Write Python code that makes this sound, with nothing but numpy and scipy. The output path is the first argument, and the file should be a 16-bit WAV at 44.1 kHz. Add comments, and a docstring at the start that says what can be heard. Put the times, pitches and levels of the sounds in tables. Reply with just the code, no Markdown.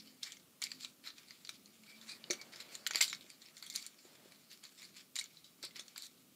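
"""Toy figure reshaped over a desk

Hands fold a plastic toy over a wooden desk, close to a small microphone. Snaps, rattles and stick-slip
rubbing excite a set of resonances, those of the toy as picked up. Friction noise is also heard through
two narrow resonances an octave apart, probably of the microphone or its case. Feet knock and drag on
the ringing desk top. A small room adds short decaying echoes; a wavering low hum, a wandering rumble
and microphone hiss lie underneath.
"""
import sys
import numpy as np
from scipy import signal
from scipy.fft import rfft, irfft
from scipy.io import wavfile

SR = 44100
rng = np.random.default_rng(int(sys.argv[2]) if len(sys.argv) > 2 else 0)


def pcm_store(signal):
    """Save signal as 16-bit PCM."""
    levels = np.round(np.clip(np.atleast_2d(signal), -1, 1) * 32767)
    wavfile.write(sys.argv[1], SR, levels.astype(np.int16).T)


N = 280035  # length in samples

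# Resonances of the toy as picked up; those near 2240 and 4490 Hz are probably the microphone's colour:
# pitch_hz, width_hz (widened in use), level_db (relative)
TOY_RESONANCES = [(797, 650, -11), (1490, 475, 0.5), (1884, 180, 4), (2239, 274, 7.5), (3330, 720, -1.5),
                  (3830, 450, 3), (4490, 420, 4), (5300, 380, 1), (5970, 1130, 4.5), (7240, 420, 9),
                  (8200, 790, 3), (10150, 990, -3), (12270, 2750, -3.5)]
FRICTION_RISE_S = 0.015  # friction sounds gain their last 20 dB in this time


def undb(db):
    """Logarithmic level: decibels to amplitude gain."""
    return 10 ** (np.asarray(db) / 20)


def level(x, db):
    """Effective value: scale a signal to an rms level in dB."""
    return x * undb(db) / np.sqrt(np.mean(x ** 2))


def curve(rows):
    """Linear interpolation: the columns of a table joined by straight lines in time."""
    s, *columns = np.transpose(rows)
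    return [np.interp(np.arange(N) / SR, s, column) for column in columns]


def wander(rate):
    """Random modulation: normal random levels, rate a second, joined by straight lines."""
    knots = int(rate * N / SR) + 2
    return np.interp(np.linspace(0, knots - 1, N), np.arange(knots), rng.standard_normal(knots))


def gesture(start_s, db, rise_s, fade_s, hold_s=0):
    """Exponential growth and decay: power of a sound that swells, holds and fades."""
    t = np.arange(N) / SR - start_s
    # distance outside the hold, in steps of 20 dB
    outside = np.maximum(-t / max(rise_s, .005), (t - hold_s) / max(fade_s, .005))
    return undb(db - 20 * np.maximum(outside, 0)) ** 2


def mode(size, hz, width):
    """Damped resonator: causal frequency response of one mode, with gain 1 at its centre."""
    f = np.fft.rfftfreq(size, 1 / SR)
    return 1j * f * width / (hz ** 2 - f ** 2 + 1j * f * width)


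def grit(size, share, spread_db, smooth_db=-8):
    """Stick-slip friction: a share of the samples carry small clicks over fainter noise."""
    slipping = rng.random(size) < share
    size_db = spread_db * np.minimum(rng.exponential(size=size), 4)
    return rng.standard_normal(size) * (slipping * undb(size_db) + undb(smooth_db))


def add(out, start_s, x):
    """Superposition: mix a sound in at a time."""
    i = int(start_s * SR)
    out[i:i + len(x)] += x[:N - i]


def hiss():
    """Coloured noise: random rumble with a wandering level under steady microphone hiss."""
    # Noise spectrum: pitch_hz, level_db (relative)
    spectrum = [(18, -73), (30, -28.5), (163, 4), (234, 7.5), (953, -20.5), (1200, -7), (1690, -20),
                (2310, -12.5), (2840, -10.5), (4420, -12), (5880, -12)]
    # Level of the rumble, which dips and slowly recovers: time_s, level_db
    rumble_level = [(4.4, -1), (4.6, -4), (6.35, -1)]
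    rumble_hz, wander_db, total_db = 710, 3, -66
    hz, db = np.transpose(spectrum)
    f = np.fft.rfftfreq(N, 1 / SR) + 1  # the offset avoids log(0)
    noise = rfft(rng.standard_normal(N)) * undb(np.interp(np.log(f), np.log(hz), db))
    low = 1 / (1 + (f / rumble_hz) ** 2)
    rumble = irfft(noise * low, N) * undb(wander_db * wander(6.9) + curve(rumble_level)[0])
    steady = irfft(noise * (1 - low), N)
    return level(rumble + steady, total_db)


def hum():
    """Frequency and amplitude modulation: soft low tones that waver in pitch and level."""
    # Swells of the hum: start_s, hold_s, fade_s (for 20 dB, at least 0.005), level_db, pitch_hz
    swells = [(0, 0.04, .1, -64.5, 215.5), (0.017, 0.06, 0.2, -68.5, 262.5), (.73, 0.021, 0.6, -70.5, 258),
              (1.623, 0.031, 0.2, -74, 204.4), (1.778, 0.095, 0, -64.5, 221), (1.954, .07, 0.44, -67, 220)]
    rise_s, waver, flutter_db = 0.054, 0.027, 3  # waver is a fraction of the pitch
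    warped_s = np.cumsum(1 + waver * wander(14.)) / SR
    flutter = undb(flutter_db * wander(24.46))
    tones = np.zeros(N)
    for start_s, hold_s, fade_s, db, hz in swells:
        amplitude = np.sqrt(2 * gesture(start_s, db, rise_s, fade_s, hold_s))
        tones += amplitude * np.sin(2 * np.pi * hz * warped_s)
    return flutter * tones


def room(x):
    """Reverberation: convolution with a short decaying cloud of echoes, duller than the direct sound."""
    t60_s, room_db, dull_above_hz = 0.17, -16, 5100
    t = np.arange(SR // 2) / SR
    echoes = rng.standard_normal(len(t)) * undb(-60 * t / t60_s) * (t > .004)
    echoes = signal.lfilter(*signal.butter(1, dull_above_hz, fs=SR), echoes)
    echoes *= undb(room_db) / np.sqrt(np.sum(echoes ** 2))
    return signal.fftconvolve(x, echoes)[:N]


def desk_response(size, rows, damping):
    """Modal superposition: the sum of the desk modes, broadened by damping."""
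    response = 0
    for hz, t60_s, db in rows:
        width = damping * np.log(1000) / (np.pi * t60_s)
        response = response + undb(db) * mode(size, hz, width) / t60_s
    return response


def desk():
    """Impact and friction excitation: feet knock the desk top and drag on it in its upper modes."""
    # Desk modes: pitch_hz, t60_s (at damping 1), level_db (relative, before division by t60_s)
    desk_modes = [(234, 0.12, -13.5), (1340, 0.027, -19.5), (365, .09, 0), (571, .09, -3),
                  (469, 0.037, -16), (815, 0.017, -33)]
    # Knocks: start_s, level_db (peak for an ideal impulse), push_s (nominal), damping (1 = free)
    knocks = [(2.302, -19.5, 0.0017, 0.97), (2.331, -33.5, 0.0017, 1.1), (2.907, -38.5, 0.00033, 3.5),
              (2.953, -30, 0.0012, 3.8), (3.244, -43.5, 0.0013, 2.5), (4.051, -38, 0.0019, 1.7),
              (4.257, -37.5, 0.0018, 3), (5.637, -36.5, 0.00085, 2.3), (5.794, -44.5, 0.00056, 2.7)]
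    # Dragging feet: time_s, level_db
    drag_level = [(0, -75), (1.8, -77), (2.35, -64), (2.8, -65.5), (3.3, -75), (4.02, -74.5), (4.06, -67.5),
                  (4.3, -70), (4.5, -78), (5.55, -78.5), (5.7, -73.5), (6.35, -80.5)]
    wood, size = np.zeros(N), 8192
    for start_s, peak_db, push_s, damping in knocks:
        push = np.hanning(int(np.clip(push_s, .0002, .005) * SR) + 3)
        # resting arms damp and detune the modes
        detune = 1 + .04 * (damping - 1) * rng.standard_normal(len(desk_modes))
        loaded = [(hz * d, t60_s, db) for (hz, t60_s, db), d in zip(desk_modes, detune)]
        struck = desk_response(size, loaded, max(damping, .5))
        knock = irfft(rfft(push / push.sum(), size) * struck, size)
        add(wood, start_s, undb(peak_db) * knock / np.abs(irfft(struck, size)).max())
    friction = rfft(grit(N, 0.019, spread_db=2.0))
    drag = level(irfft(friction * desk_response(N, desk_modes[1:], 11.4), N), 0)
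    wood += undb(curve(drag_level)[0]) * drag
    # little of the desk is heard below about 170 Hz
    return signal.lfilter(*signal.butter(2, 170, "high", fs=SR), wood)


def narrow_bands():
    """Resonant filtering: friction noise through two narrow resonances an octave apart,
    probably of the microphone or its case."""
    # Passages where the narrow bands stand out: start_s, hold_s, level_db (lower band), pitch_hz
    passages = [(0.828, 0.027, -61, 2390), (1.881, 0.079, -65.5, 2324), (2.097, 0.038, -58, 2420),
                (2.39, 0.021, -60.5, 2290), (3.702, 0.064, -63, 2170)]
    width_hz, octave_db, fade_s = 140, -8, 0.028  # the octave is twice as wide
    push, out = rfft(rng.standard_normal(N)), np.zeros(N)
    for start_s, hold_s, db, hz in passages:
        low = level(irfft(push * mode(N, hz, width_hz) ** 2, N), 0)
        high = level(irfft(push * mode(N, 2 * hz, 2 * width_hz) ** 2, N), 0)
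        power = gesture(start_s, db, FRICTION_RISE_S, fade_s, hold_s)
        out += np.sqrt(power) * (low + undb(octave_db) * high)
    return out


def rub():
    """Stick-slip through resonances: low ones when a panel slides, treble when an edge scrapes."""
    # Slides of fingers and joints: start_s, hold_s, fade_s (for 20 dB, at least 0.005),
    # level_db (middle resonances), low_db and treble_db (relative to level_db)
    slides = [(0, 0.012, -0.1, -56.5, -14, -25), (0.234, 0.03, 0.14, -53, -6, -4),
              (0.624, 0.034, 0.2, -55.5, -6.5, -3.5), (0.804, 0.031, 0.1, -54, -10, -4),
              (1.045, 0.053, 0, -55.5, -5.5, -7.5), (1.164, 0.013, 0.16, -62, -5, -8),
              (1.497, 0.074, -0.8, -62, -18, -6), (1.865, 0.086, 1.1, -65, -4, -4.5),
              (2.082, 0.051, 0.07, -56, -5.5, -2), (2.529, 0.071, 0.33, -60, -4, -8),
              (2.605, 0.021, 0, -51, -10, -7.5), (2.723, 0.0091, 0.14, -55.5, -5.5, -2.5),
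              (2.955, 0.015, 0.0737, -41.5, -7.5, -5), (3.015, 0.019, 0.0567, -33.5, -14, -4.5),
              (3.293, 0.025, 0, -63, -9.5, -4), (3.419, 0.023, 0.5, -66.5, -3, -2),
              (3.75, 0.042, 0.14, -54, -7, 0.5), (3.815, 0.058, 0.05, -59, -12, -17),
              (4.503, 0.039, 0.07, -61, -10.5, -2), (4.638, 0.013, 0.15, -61, -5.5, -3),
              (4.781, 0.029, 0.2, -60, -7.5, -4), (4.966, 0.018, 0.07, -55, -5.5, -5.5),
              (5.165, 0.022, 0.11, -52, -6, -7.5), (5.639, 0.014, 0.04, -48, -8.5, -25),
              (5.759, 0.0062, 0.08, -51, -3, -8.5), (5.965, 0.031, 0.15, -58.5, -8, -3),
              (6.033, 0.034, 0.01, -53.5, -10, -0.5)]
    # Restless grip between the slides: time_s, level_db (middle resonances)
    grip_level = [(0, -65.5), (.45, -91), (1.0, -89), (1.3, -67), (1.7, -73.5), (2.3, -68), (2.8, -77),
                  (3.25, -66.5), (3.6, -73.5), (3.7, -68), (3.95, -71), (4.25, -68.5), (4.5, -76),
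                  (4.8, -69), (5.08, -92), (5.36, -69), (5.45, -82), (5.9, -70), (6.35, -81.5)]
    grip_colour_db = [[-6.5], [0], [-4]]  # low, middle, treble
    power = undb(curve(grip_level)[0]) ** 2 * undb(grip_colour_db) ** 2
    for start_s, hold_s, fade_s, db, low_db, treble_db in slides:
        colour = undb([[low_db], [0], [treble_db]]) ** 2
        power = power + gesture(start_s, db, FRICTION_RISE_S, fade_s, hold_s) * colour
    push = rfft(undb(2.5 * wander(70.)) * grit(N, .005, spread_db=3.0, smooth_db=-12))
    groups = np.zeros((3, N))
    for k, (hz, width, db) in enumerate(TOY_RESONANCES):
        # the level of each resonance wanders on its own
        free = undb(db + 3.3 * wander(28.))
        ringing = irfft(push * mode(N, hz, 1.97 * width) ** 2, N)
        group = np.searchsorted([2700, 5700], hz)  # limits in Hz
        groups[group] += (-1) ** k * free * ringing
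    return sum(np.sqrt(p) * level(x, 0) for p, x in zip(power, groups))


def clicks(size=8192):
    """Impulse excitation: a snap with one stressed ring, then a duller rattle over all resonances."""
    # Clicks: start_s, level_db (common to snap and rattle), ring_hz (stressed ring),
    # low_db and high_db (colour of the resonances), t60_s (rattle, at least 0.01)
    click_events = [(0.0727, -45, 3070, -49, -30, 0.29), (0.2279, -36, 3230, -3, -24, 0.1),
                    (0.2309, -22.5, 3630, -16.5, -7, 0.051), (0.237, -34, 4360, -21, -10, 0.043),
                    (0.32, -32, 3100, -16, -4, 0.06), (0.3686, -43, 2100, -8, -17, 0.066),
                    (0.618, -26, 6870, -8, -5, 0.088), (0.6235, -28, 2260, -10, -23, 0.11),
                    (0.623, -29, 4360, -16, -22, 0.13), (0.6381, -20.5, 4690, -15, 1, 0.046),
                    (0.6675, -32.5, 3830, -5, -20, 0.052), (0.7057, -43, 4760, -18, -16, 0.08),
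                    (0.7165, -28.5, 4640, -7, -10, 0.053), (0.8077, -46, 4480, -19, -9, 0.4),
                    (0.8467, -26.5, 3980, -6.5, -18.5, 0.046), (1.073, -33.5, 4090, -8, -32, 0.18),
                    (1.1024, -37, 4080, -12, -32, 0.034), (1.1813, -39.5, 2470, -13, -14, 0.074),
                    (1.307, -37.5, 4760, -4, -16, 0.079), (1.449, -37, 4630, -5, -7, 0.074),
                    (1.4717, -39.5, 4160, -10, -21, 0.062), (1.4914, -27.5, 3900, -3, -11, 0.067),
                    (1.658, -43, 4270, -26, -7, 0.043), (1.835, -47, 2280, -2, -20, 0.03),
                    (2.013, -40.5, 3500, -25, -14, 0.065), (2.0927, -36, 4180, -15, -31, 0.19),
                    (2.24, -32, 2950, -11.5, -42.5, 0.036), (2.3009, -28, 2300, -38, -22, 0.19),
                    (2.309, -29, 2240, -37, -21, 0.057), (2.3073, -15.5, 6010, -5.5, -5.5, 0.069),
                    (2.331, -30, 5970, 6, -3, 0.094), (2.4137, -32.5, 4660, 0.5, -6.5, 0.065),
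                    (2.535, -40.5, 4770, 3, -16, 0.11), (2.559, -38, 5030, -9, -8, 0.11),
                    (2.602, -36.5, 4130, -23, -14, 0.17), (2.7521, -26.5, 4070, -3.5, -9, 0.037),
                    (2.865, -17, 4484, -1, -14, 0.059), (2.871, -21.5, 4480, -3, 9, 0.038),
                    (2.9084, -23, 2260, 4, -12, 0.081), (2.934, -26, 4400, -8, -14, 0.089),
                    (2.947, -24, 4760, 3, -13, 0.053), (2.9566, -14, 4610, 2.5, -1, 0.0086),
                    (2.9868, -31, 7160, -26, -22, 0.056), (3.0075, -16, 4800, -1, -28, 0.06),
                    (3.011, -10.5, 2085, -7, -6.5, 0.07), (3.024, -17, 4570, -33, -3, 0.054),
                    (3.0787, -27.5, 3940, -15, -10, 0.1), (3.098, -28.5, 7100, -12.5, -14, 0.17),
                    (3.1284, -25.5, 2240, -5.5, -21, 0.09), (3.148, -32.5, 4370, -22, -7, 0.08),
                    (3.209, -41, 3460, -7, -8, 0.066), (3.301, -37, 4670, -9.5, -6, 0.053),
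                    (3.4182, -42.5, 4400, -12, -10, 0.044), (3.46, -45.5, 5260, -26, -36, 0.17),
                    (3.5677, -39.5, 4320, -5, -8, 0.16), (3.579, -42, 4200, -11, 0, 0.072),
                    (3.6249, -34, 4420, -4, -3, 0.2), (3.664, -38, 3330, -15, -9, 0.13),
                    (3.6994, -30, 7400, -18, -4, 0.092), (3.725, -38.5, 4530, -24, -6, 0.079),
                    (3.7387, -40, 4320, -34, -1.5, 0.089), (3.7529, -30, 4160, -10.5, -10, 0.14),
                    (3.759, -19, 4650, -25, -3, 0.048), (3.781, -34, 5860, -22, -5, 0.03),
                    (3.8247, -36.5, 4500, -13, -8, 0.039), (3.8642, -29.5, 7000, -16, -1, 0.056),
                    (4.3204, -42, 4000, -3.5, -1, 0.038), (4.5138, -40.5, 2710, -3, -8, 0.062),
                    (4.6374, -38.5, 3280, -3, 1, 0.068), (4.651, -37.5, 3950, -11, -20.5, 0.049),
                    (4.7872, -47, 3970, -3, -1, 0.057), (4.819, -42, 4000, -6, -9, 0.03),
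                    (4.8281, -37.5, 2350, -5, -12, 0.057), (4.967, -44, 4000, -13, 3, 0.058),
                    (5.156, -26, 3950, -11, -6, 0.1), (5.1633, -25, 7220, -7, -36, 0.069),
                    (5.179, -34, 3920, -22, -24, 0.045), (5.1874, -23.5, 3810, -8, -6, 0.11),
                    (5.1954, -25, 3920, -8, -10, 0.039), (5.2108, -31, 2200, -20, -15, 0.045),
                    (5.24, -32.5, 7040, -24.5, -13, 0.04), (5.37, -45.5, 4020, -15.5, -23, 0.24),
                    (5.443, -42.5, 3860, -21, -17, 0.24), (5.6279, -31, 4600, -2, 4, 0.16),
                    (5.6493, -31, 4200, 1, 16, 0.038), (5.708, -45.5, 2080, -9, -19, 0.091),
                    (5.7644, -36.5, 5170, -14, -7, 0.046), (5.7946, -29, 3520, -10.5, -9, 0.089),
                    (5.8807, -38.5, 4310, -13, -10, 0.052), (5.9601, -35.5, 4750, -1, -21, 0.071),
                    (5.978, -29, 4620, -2, 5, 0.037), (6.0214, -32.5, 4500, -31, -6, 0.02),
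                    (6.046, -41, 4400, -14, 1, 0.072)]
    out, t = np.zeros(N), np.arange(size) / SR
    hz, width, db = np.transpose(TOY_RESONANCES)
    dull = mode(size, 4020, 12500)
    contact = t * np.exp(-t / 0.0005)
    contact /= np.sqrt(np.sum(contact ** 2))
    release = np.zeros(size)
    release[22] = 1  # the part lets go at the height of the contact, 0.5 ms in
    release = rfft(release)
    for start_s, click_db, ring_hz, low_db, high_db, t60_s in click_events:
        colour_db = db + np.interp(np.log(hz), np.log([2400, 4300, 8000]), [low_db, 0, high_db])
        # each click varies the level and pitch of the resonances anew
        mode_db = colour_db + 3.6 * rng.standard_normal(len(hz))
        mode_hz = hz * (1 + 0.03 * rng.standard_normal(len(hz)))
        body = sum((-1) ** k * undb(mode_db[k]) * mode(size, mode_hz[k], 1.6 * width[k]) ** 2
                   for k in range(len(hz)))
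        ring = mode(size, ring_hz, ring_hz / 13) ** 2
        blow = rfft(rng.standard_normal(size) * contact)
        snap = irfft(blow * body + undb(14.5) * ring * release, size)
        snap /= np.abs(snap).max()
        chatter = rfft(grit(size, 0.013, spread_db=0.0))
        rattle = level(irfft(chatter * dull * (body + undb(6.5) * ring), size), 0)
        decay = undb(-60 * t / max(t60_s, .01))
        end_fade = np.cos(np.pi / 2 * t / t[-1])
        rattle *= (1 - np.exp(-t / 0.0003)) * decay * end_fade
        add(out, start_s, undb(click_db) * (undb(-3.0) * snap + undb(-15.5) * rattle))
    return out


def scene():
    """Superposition: toy and desk with their room echoes, over hum and hiss."""
    near = clicks() + rub() + narrow_bands() + desk()
    return (near + room(near) + hum() + hiss())[None]


def record(dry):
    """Band limitation: an elliptic low-pass cuts the top steeply."""
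    top_hz = 15550
    lowpass = signal.ellip(10, .2, 80, top_hz, fs=SR, output="sos")
    return signal.sosfilt(lowpass, dry)


dry = scene()
out = record(dry)
pcm_store(out)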